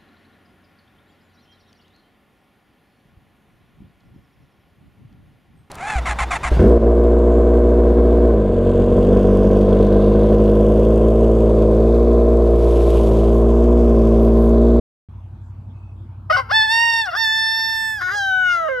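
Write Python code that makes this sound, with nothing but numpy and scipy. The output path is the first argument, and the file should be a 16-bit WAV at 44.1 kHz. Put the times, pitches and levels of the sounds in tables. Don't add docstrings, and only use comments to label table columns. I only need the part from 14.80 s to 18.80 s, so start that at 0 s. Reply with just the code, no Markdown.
import sys
import numpy as np
from scipy import signal
from scipy.fft import rfft, irfft
from scipy.io import wavfile
from scipy.ndimage import uniform_filter1d

SR = 44100
rng = np.random.default_rng(int(sys.argv[2]) if len(sys.argv) > 2 else 0)


def transcribe(u):
    v = np.clip(np.atleast_2d(u).T, -1, 1)
    q = np.round(v * 32767).astype(np.int16)
    wavfile.write(sys.argv[1], SR, q)


N = 176400
TIME, FREQS = np.arange(N) / SR, np.fft.rfftfreq(N, 1 / SR)
BACKGROUND_START_S, CROW_START_S, HIGHEST_HZ = 0.287, 1.498, 15600


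def amp(db):
    return 10 ** (np.asarray(db) / 20)


def unit_level(x):
    return x / np.sqrt(np.mean(x ** 2) + 1e-20)


def over_frequency(table, hz=FREQS):
    f, value = np.transpose(table)
    return np.interp(np.log(hz + 1), np.log(f), value)


def over_time(table):
    times, *columns = np.transpose(table)
    return [np.interp(TIME, times, column) for column in columns]


def phase(hz):
    return 2 * np.pi * np.cumsum(hz) / SR


def gate(start, end, fade_s):
    return np.clip(np.minimum(TIME - start, end - TIME) / fade_s, 0, 1)


def wobble(hz):
    size = N // 20
    slow = irfft(rfft(rng.standard_normal(size)) / (1 + (FREQS[:size // 2 + 1] / hz) ** 4), size)
    return np.interp(np.arange(N), np.arange(size) * 20, unit_level(slow))


# multiple of the cycle rate, level/dB
ENGINE_TONES = [(5, -44.5), (8, -37), (9, -46), (10, -49.5), (11, -49.5)]
# t/s, level change/dB
BACKGROUND_DIP = [(1.5, 0.5), (1.75, -4), (1.9, -13), (2.8, -18.5), (3.3, -10), (3.9, -17.5)]

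def engine():
    cycle_hz = 11.87
    turn = phase(cycle_hz * (1 + 0.015 * wobble(5.2)))
    dip_db, out = over_time(BACKGROUND_DIP)[0], 0
    for k, (multiple, db) in enumerate(ENGINE_TONES):
        level = amp(db + dip_db * (1 if k else 0.63)) * (1 + 0.031 * wobble(33))
        out = out + np.sqrt(2) * level * np.sin(round(multiple) * turn + 2 * np.pi * rng.random())
    return out


# f/Hz, relative level/dB
AIR_COLOUR = [(20, -49), (43, -20), (98, -15.5), (167, -23.5), (231, -20.5), (286, -32), (335, -25),
              (404, -40.5), (573, -40.5), (903, -33.5), (1500, -45), (1950, -57), (2560, -54), (5500, -67),
              (15000, -74)]
# f/Hz, likeness (1 = the same)
AIR_LIKENESS = [(180, 0.98), (550, 0.93), (1650, 0.2), (4970, 0.37), (15000, 0.14)]

def air():
    level_db, patch_db, dip_share = -56, 2.5, 0.45
    frames, hz = N // 256 + 5, np.fft.rfftfreq(1024, 1 / SR)
    a, b, c, d, patches = rng.standard_normal((frames, len(hz), 5)).T
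    patches = uniform_filter1d(patches, size=10, axis=0)
    patches = unit_level(uniform_filter1d(patches, size=16, axis=1))
    likeness = over_frequency(AIR_LIKENESS, hz)[:, None]
    left = a + 1j * b
    right = likeness * left + np.sqrt(1 - likeness ** 2) * (c + 1j * d)
    ears = np.array([left, right]) * amp(patch_db * patches)
    noise = signal.istft(ears, nperseg=1024, noverlap=768)[1][:, :N]
    spectrum = rfft(noise) * amp(over_frequency(AIR_COLOUR))
    midrange = irfft(spectrum * ((FREQS > 300) & (FREQS < 2000)), N).std()
    return irfft(spectrum, N) / midrange * amp(level_db + dip_share * over_time(BACKGROUND_DIP)[0])


# start t/s, length/s, pitch f/Hz, blur/Hz, level/dB
BIRD_NOTES = [(0.428, 0.04, 2990, 500, -72), (0.56, 0.08, 3470, 300, -75), (0.89, 0.037, 3370, 350, -68),
              (0.937, 0.21, 2580, 60, -63.5), (1.16, 0.11, 3450, 298, -71), (0.61, 0.11, 7250, 900, -76)]

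def birds():
    out = np.zeros((2, N))
    for start, length, hz, blur_hz, db in BIRD_NOTES:
        progress = np.clip((TIME - start) / length, 0, 1)
        note = amp(db) * np.sqrt(8 * progress * (1 - progress)) * np.sin(2 * np.pi * hz * TIME)
        out += note * np.array([wobble(blur_hz), wobble(blur_hz)])
    return out


SWELLING_OVERTONES = (6, 8, 10, 7, 9)
# t/s, level change/dB
OVERTONE_SWELLS = [(2.49, -7.5), (2.54, 9), (2.649, 16), (2.75, -21.5), (3.05, 11.5)]

def pulses(hz, offset=0, flicker_db=None):
    swells, swell_s = dict(zip(SWELLING_OVERTONES, OVERTONE_SWELLS)), 0.082
    turn, out = phase(hz), 0
    for k in range(1, 28):
        db = 0
        if flicker_db is not None:
            db = flicker_db * min(k / 4, 1) ** 3 * wobble(86)
            if k in swells:
                when, swell_db = swells[k]
                db = db + swell_db * np.exp(-((TIME - when) / swell_s) ** 2)
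        out = out + amp(db) * np.cos((k - offset) * turn) * (k * hz < HIGHEST_HZ + 1000)
    return out


# t/s, f/Hz
CROW_PITCH = [(1.497, 653.5), (1.505, 621.4), (1.52, 621.6), (1.528, 732), (1.56, 738.3), (1.567, 544.7),
              (1.605, 528), (1.645, 446.4), (1.685, 439), (1.704, 544), (1.712, 662), (1.722, 800),
              (1.73, 852), (1.745, 878), (1.765, 883), (1.825, 866), (1.85, 886), (1.872, 859.6),
              (1.93, 910.6), (2.04, 931.6), (2.2, 909.6), (2.245, 862.6), (2.278, 726.6), (2.3, 691),
              (2.312, 634), (2.324, 633), (2.335, 713), (2.352, 761), (2.372, 880), (2.392, 905.3),
              (2.42, 901), (2.48, 874.7), (2.55, 885), (2.7, 889.5), (2.8, 897.3), (3.04, 887.1),
              (3.125, 875.6), (3.17, 851.7), (3.2, 788), (3.213, 726.5), (3.3, 723.6), (3.318, 802.4),
              (3.355, 837), (3.42, 788.7), (3.53, 755), (3.62, 742.8), (3.73, 700.6), (3.82, 655.2),
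              (3.878, 616), (3.886, 543), (4.0, 485.7)]
# t/s, rasp level/dB, half-tone level/dB
HOARSENESS = [(1.5, -13.5, -29), (1.555, -14, -24), (1.575, -4, -14.5), (1.715, -6, -37), (1.745, -35, -40),
              (2.04, -43, -56), (2.235, -35, -48), (2.272, -12, -6.5), (2.31, -10.5, -31), (2.353, -4, 2.5),
              (2.385, -29, -40), (2.45, -50.5, -56.5), (3.13, -42.5, -56.5), (3.19, -20, -32),
              (3.218, 1, 6.5), (3.25, -21.5, -13), (3.28, -7.5, 0.5), (3.325, -12.5, -1.5),
              (3.39, -33.5, -46.5), (3.58, -34, -44.5), (3.66, -29, -21), (3.87, -19, -11),
              (3.885, -5, -29), (3.91, -20.5, -35.5)]
# f/Hz, relative level/dB
HISS_COLOUR = [(1000, 3), (4500, 13), (9000, 27)]

def voice_box():
    (hz,), (rasp_db, half_db) = over_time(CROW_PITCH), over_time(HOARSENESS)
    rasp, effort = amp(rasp_db), strain()
    jitter = 0.061 * rasp * wobble(250)
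    waver = 0.00094 * wobble(46)
    tremble = 0.0047 * effort * np.sin(phase(90 * (1 + 0.3 * wobble(60))))
    hz = hz * (1 + jitter + waver + tremble)
    buzz = pulses(hz, flicker_db=1.16 + 1.5 * effort)
    half_tones = amp(half_db) * pulses(hz, offset=0.5)
    flutter = 1 + 0.37 * rasp * wobble(360)
    voice = (buzz + half_tones) * flutter + second_voice()
    hiss = irfft(rfft(rng.standard_normal(N)) * amp(over_frequency(HISS_COLOUR)), N)
    return voice + rasp * hiss


def ringing(db):
    cepstrum = irfft(np.log(amp(db)), N)
    forward_only = np.r_[1, np.full(N // 2 - 1, 2), 1, np.zeros(N // 2 - 1)]
    return np.exp(rfft(cepstrum * forward_only))


# f/Hz, relative level/dB
YELP_COLOUR = [(300, -41.5), (450, -16), (620, -7.5), (730, -17), (900, -9.5), (1060, 0.5), (1250, -6.5),
               (1460, -0.5), (1750, -27), (2100, -7), (2400, -37.5), (2900, -17.5), (3500, -24.5),
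               (4300, -23), (4900, -12.5), (5900, -26.5), (6700, -49), (8000, -37), (11000, -46)]
FIRST_NOTE_COLOUR = [(300, -49.5), (650, -17), (900, -20), (1400, -14), (1760, -15), (1870, -17),
                     (2350, -48), (2620, -33), (2780, -21), (3100, -50.5), (3500, -13), (3720, -26),
                     (4020, -41.5), (4400, -19.5), (4700, -27.5), (5600, -24.5), (6150, -49), (6550, -72.5),
                     (7050, -59.5), (7400, -55.5), (9100, -56.5), (10000, -69.5)]
SECOND_NOTE_COLOUR = [(300, -49.5), (680, -17), (880, -31.5), (1100, -19), (1400, -11), (1780, -20),
                      (2350, -45.5), (2670, -40.5), (3100, -42), (3530, -24.5), (4000, -68.5), (4430, -34),
                      (5350, -28), (6250, -52.5), (7100, -53), (8000, -55), (8900, -53), (9700, -62.5),
                      (10800, -69.5), (11600, -49), (12500, -60)]
CRACK_COLOUR = [(380, -37.5), (730, -36.5), (1100, -26), (1460, -13), (2150, -29), (2400, -50), (3400, -44),
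                (4050, -40.5), (4450, -68), (4850, -33), (5250, -51), (6600, -48.5), (7400, -68)]
FALL_COLOUR = [(350, -34), (510, -16.5), (650, -14.5), (715, -44), (760, -27), (820, -29), (920, -28),
               (1020, -31.5), (1300, -15), (1480, -15), (1620, -24.5), (1800, -29), (2140, -29.5),
               (2420, -73.5), (2620, -56.5), (2850, -30.5), (3150, -43), (3450, -49.5), (3800, -42),
               (4250, -55.5), (4480, -73.5), (4900, -45), (5200, -68.5), (5600, -50.5), (6400, -56.5),
               (7400, -80), (8300, -71), (10000, -88)]

def tone_colour(buzz):
    colours = [YELP_COLOUR, FIRST_NOTE_COLOUR, SECOND_NOTE_COLOUR, CRACK_COLOUR, FALL_COLOUR]
    changes_s, glide_s = [1.719, 2.332, 3.203, 3.335], 0.057
    reached = [1] + [np.clip((TIME - s) / glide_s + 0.5, 0, 1) for s in changes_s] + [0]
    spectrum, voice = rfft(buzz), 0
    for k, colour in enumerate(colours):
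        coloured = irfft(spectrum * unit_level(ringing(over_frequency(colour))), N)
        voice = voice + (reached[k] - reached[k + 1]) * coloured
    return voice


# t/s, body level/dB, treble level/dB, top level/dB
CROW_LEVELS = [(1.495, -21, -56, -87), (1.503, -12.5, -37.5, -53), (1.512, -10, -32.5, -59),
               (1.523, -17.5, -35, -51), (1.535, -14.5, -33.5, -52), (1.562, -13, -41, -52.5),
               (1.574, -18, -30, -51.5), (1.6, -17, -40, -55), (1.632, -41, -63, -72),
               (1.685, -42.5, -65.5, -92), (1.712, -17, -33.5, -52), (1.76, -13.5, -17, -45),
               (1.825, -15, -19, -46), (1.872, -21, -29.5, -51), (1.915, -16.5, -21.5, -39.5),
               (2.04, -14, -27.5, -42), (2.21, -19.5, -25, -44), (2.262, -27, -37, -54),
               (2.29, -21, -48.5, -65), (2.308, -34, -41.5, -65), (2.34, -22, -43, -64),
               (2.37, -21, -29, -47.5), (2.42, -18, -22, -43.5), (2.85, -21.5, -24.5, -46.5),
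               (3.1, -22, -34.5, -41), (3.208, -29, -45.5, -56.5), (3.216, -22, -41, -51),
               (3.3, -20.5, -44.5, -52), (3.325, -24, -39, -50), (3.38, -20.5, -33, -41.5),
               (3.45, -20.5, -33.5, -57), (3.54, -16.5, -39.5, -62.5), (3.63, -15.5, -50, -54),
               (3.725, -15.5, -38.5, -49.5), (3.81, -21, -50, -59.5), (3.89, -20, -55, -65.5),
               (3.98, -23, -59, -74)]

def rooster():
    spectrum, out = rfft(tone_colour(voice_box())), 0
    band_starts = [(300, 8), (3050, 60), (6400, 60)]  # f/Hz, steepness
    above = [1 / (1 + (edge / (FREQS + 1)) ** steepness) for edge, steepness in band_starts] + [0]
    for k, db in enumerate(over_time(CROW_LEVELS)):
        band = irfft(spectrum * (above[k] - above[k + 1]), N)
        power = uniform_filter1d(uniform_filter1d(band ** 2, size=500), size=400)
        steady = band / np.sqrt(abs(power) + 1e-12)
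        shimmer_db = 0.96 * strain() * wobble(43.5)
        out = out + steady * amp(db + shimmer_db)
    return out * np.clip((TIME - CROW_START_S) / 0.0021, 0, 1)


# f/Hz, relative level/dB
BREATH_COLOUR = [(700, -16.5), (1700, -3), (2400, -21.5), (3000, -8.5), (4000, -7.5), (4450, -21),
                 (4900, 4.5), (5900, 0.5), (7200, -16.5), (8500, -11.5), (13000, -3)]
# t/s, level/dB
BREATH_LEVEL = [(1.68, -71), (1.73, -54.5), (2.2, -53), (2.3, -59), (3.12, -68), (3.4, -53), (3.72, -58.5),
                (3.95, -67.5)]

def breath():
    puffs = 1 + np.cos(phase(over_time(CROW_PITCH)[0]))
    rush = irfft(rfft(puffs * rng.standard_normal(N)) * amp(over_frequency(BREATH_COLOUR)), N)
    return unit_level(rush) * amp(over_time(BREATH_LEVEL)[0]) * (TIME > CROW_START_S)


# f/Hz, left minus right level/dB
EAR_BALANCE = [(400, 2), (640, -22), (740, 10), (830, 6.5), (910, 17), (1080, 8), (1480, 6), (1620, -0.5),
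               (1770, -10.5), (2050, -10.5), (2450, 0), (2850, -6), (3120, -13), (3520, 7.5), (3800, -2.5),
               (4400, 2.5), (5000, -0.5), (7000, 4.5), (8500, 9)]
# f/Hz, left lead/radians
EAR_LEAD = [(520, -5), (760, -0.5), (870, -3), (970, 4), (1060, 1), (2000, 0.5)]

def at_the_ears(crow):
    ratio, lead = amp(over_frequency(EAR_BALANCE)), over_frequency(EAR_LEAD)
    ears = np.array([ratio, np.exp(-1j * lead)]) * np.sqrt(2 / (1 + ratio ** 2))
    return irfft(rfft(crow) * ears, N)


def yard_echo(crow, level_db=-24, fade_s=0.22, dull_hz=5000):
    t = TIME[:SR]
    tail = rng.standard_normal((2, SR)) * amp(-60 * t / fade_s) * (t > 0.008)
    tail = signal.lfilter(*signal.butter(1, dull_hz, fs=SR), tail)
    return amp(level_db) * signal.fftconvolve(crow[None], tail / np.linalg.norm(tail[0]), axes=1)[:, :N]


def second_voice(hz=780, level_db=1.3):
    return amp(level_db) * gate(1.567, 1.69, fade_s=0.0055) * pulses(hz * (1 + 0.012 * wobble(100)))


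# start t/s, end t/s
STRAINED_TIMES = [(1.961, 2.29), (3.3, 3.42)]

def strain():
    return sum(gate(start, end, fade_s=0.03) for start, end in STRAINED_TIMES)


def scene():
    crow = rooster() + breath()
    mix = at_the_ears(crow) + yard_echo(crow) + engine() + air() + birds()
    return mix * np.clip((TIME - BACKGROUND_START_S) / 0.0005, 0, 1)


def record(dry):
    low_pass = signal.firwin(511, HIGHEST_HZ, window=("kaiser", 9), fs=SR)
    return signal.oaconvolve(dry, low_pass[None], "same")


dry = scene()
out = record(dry)
transcribe(out)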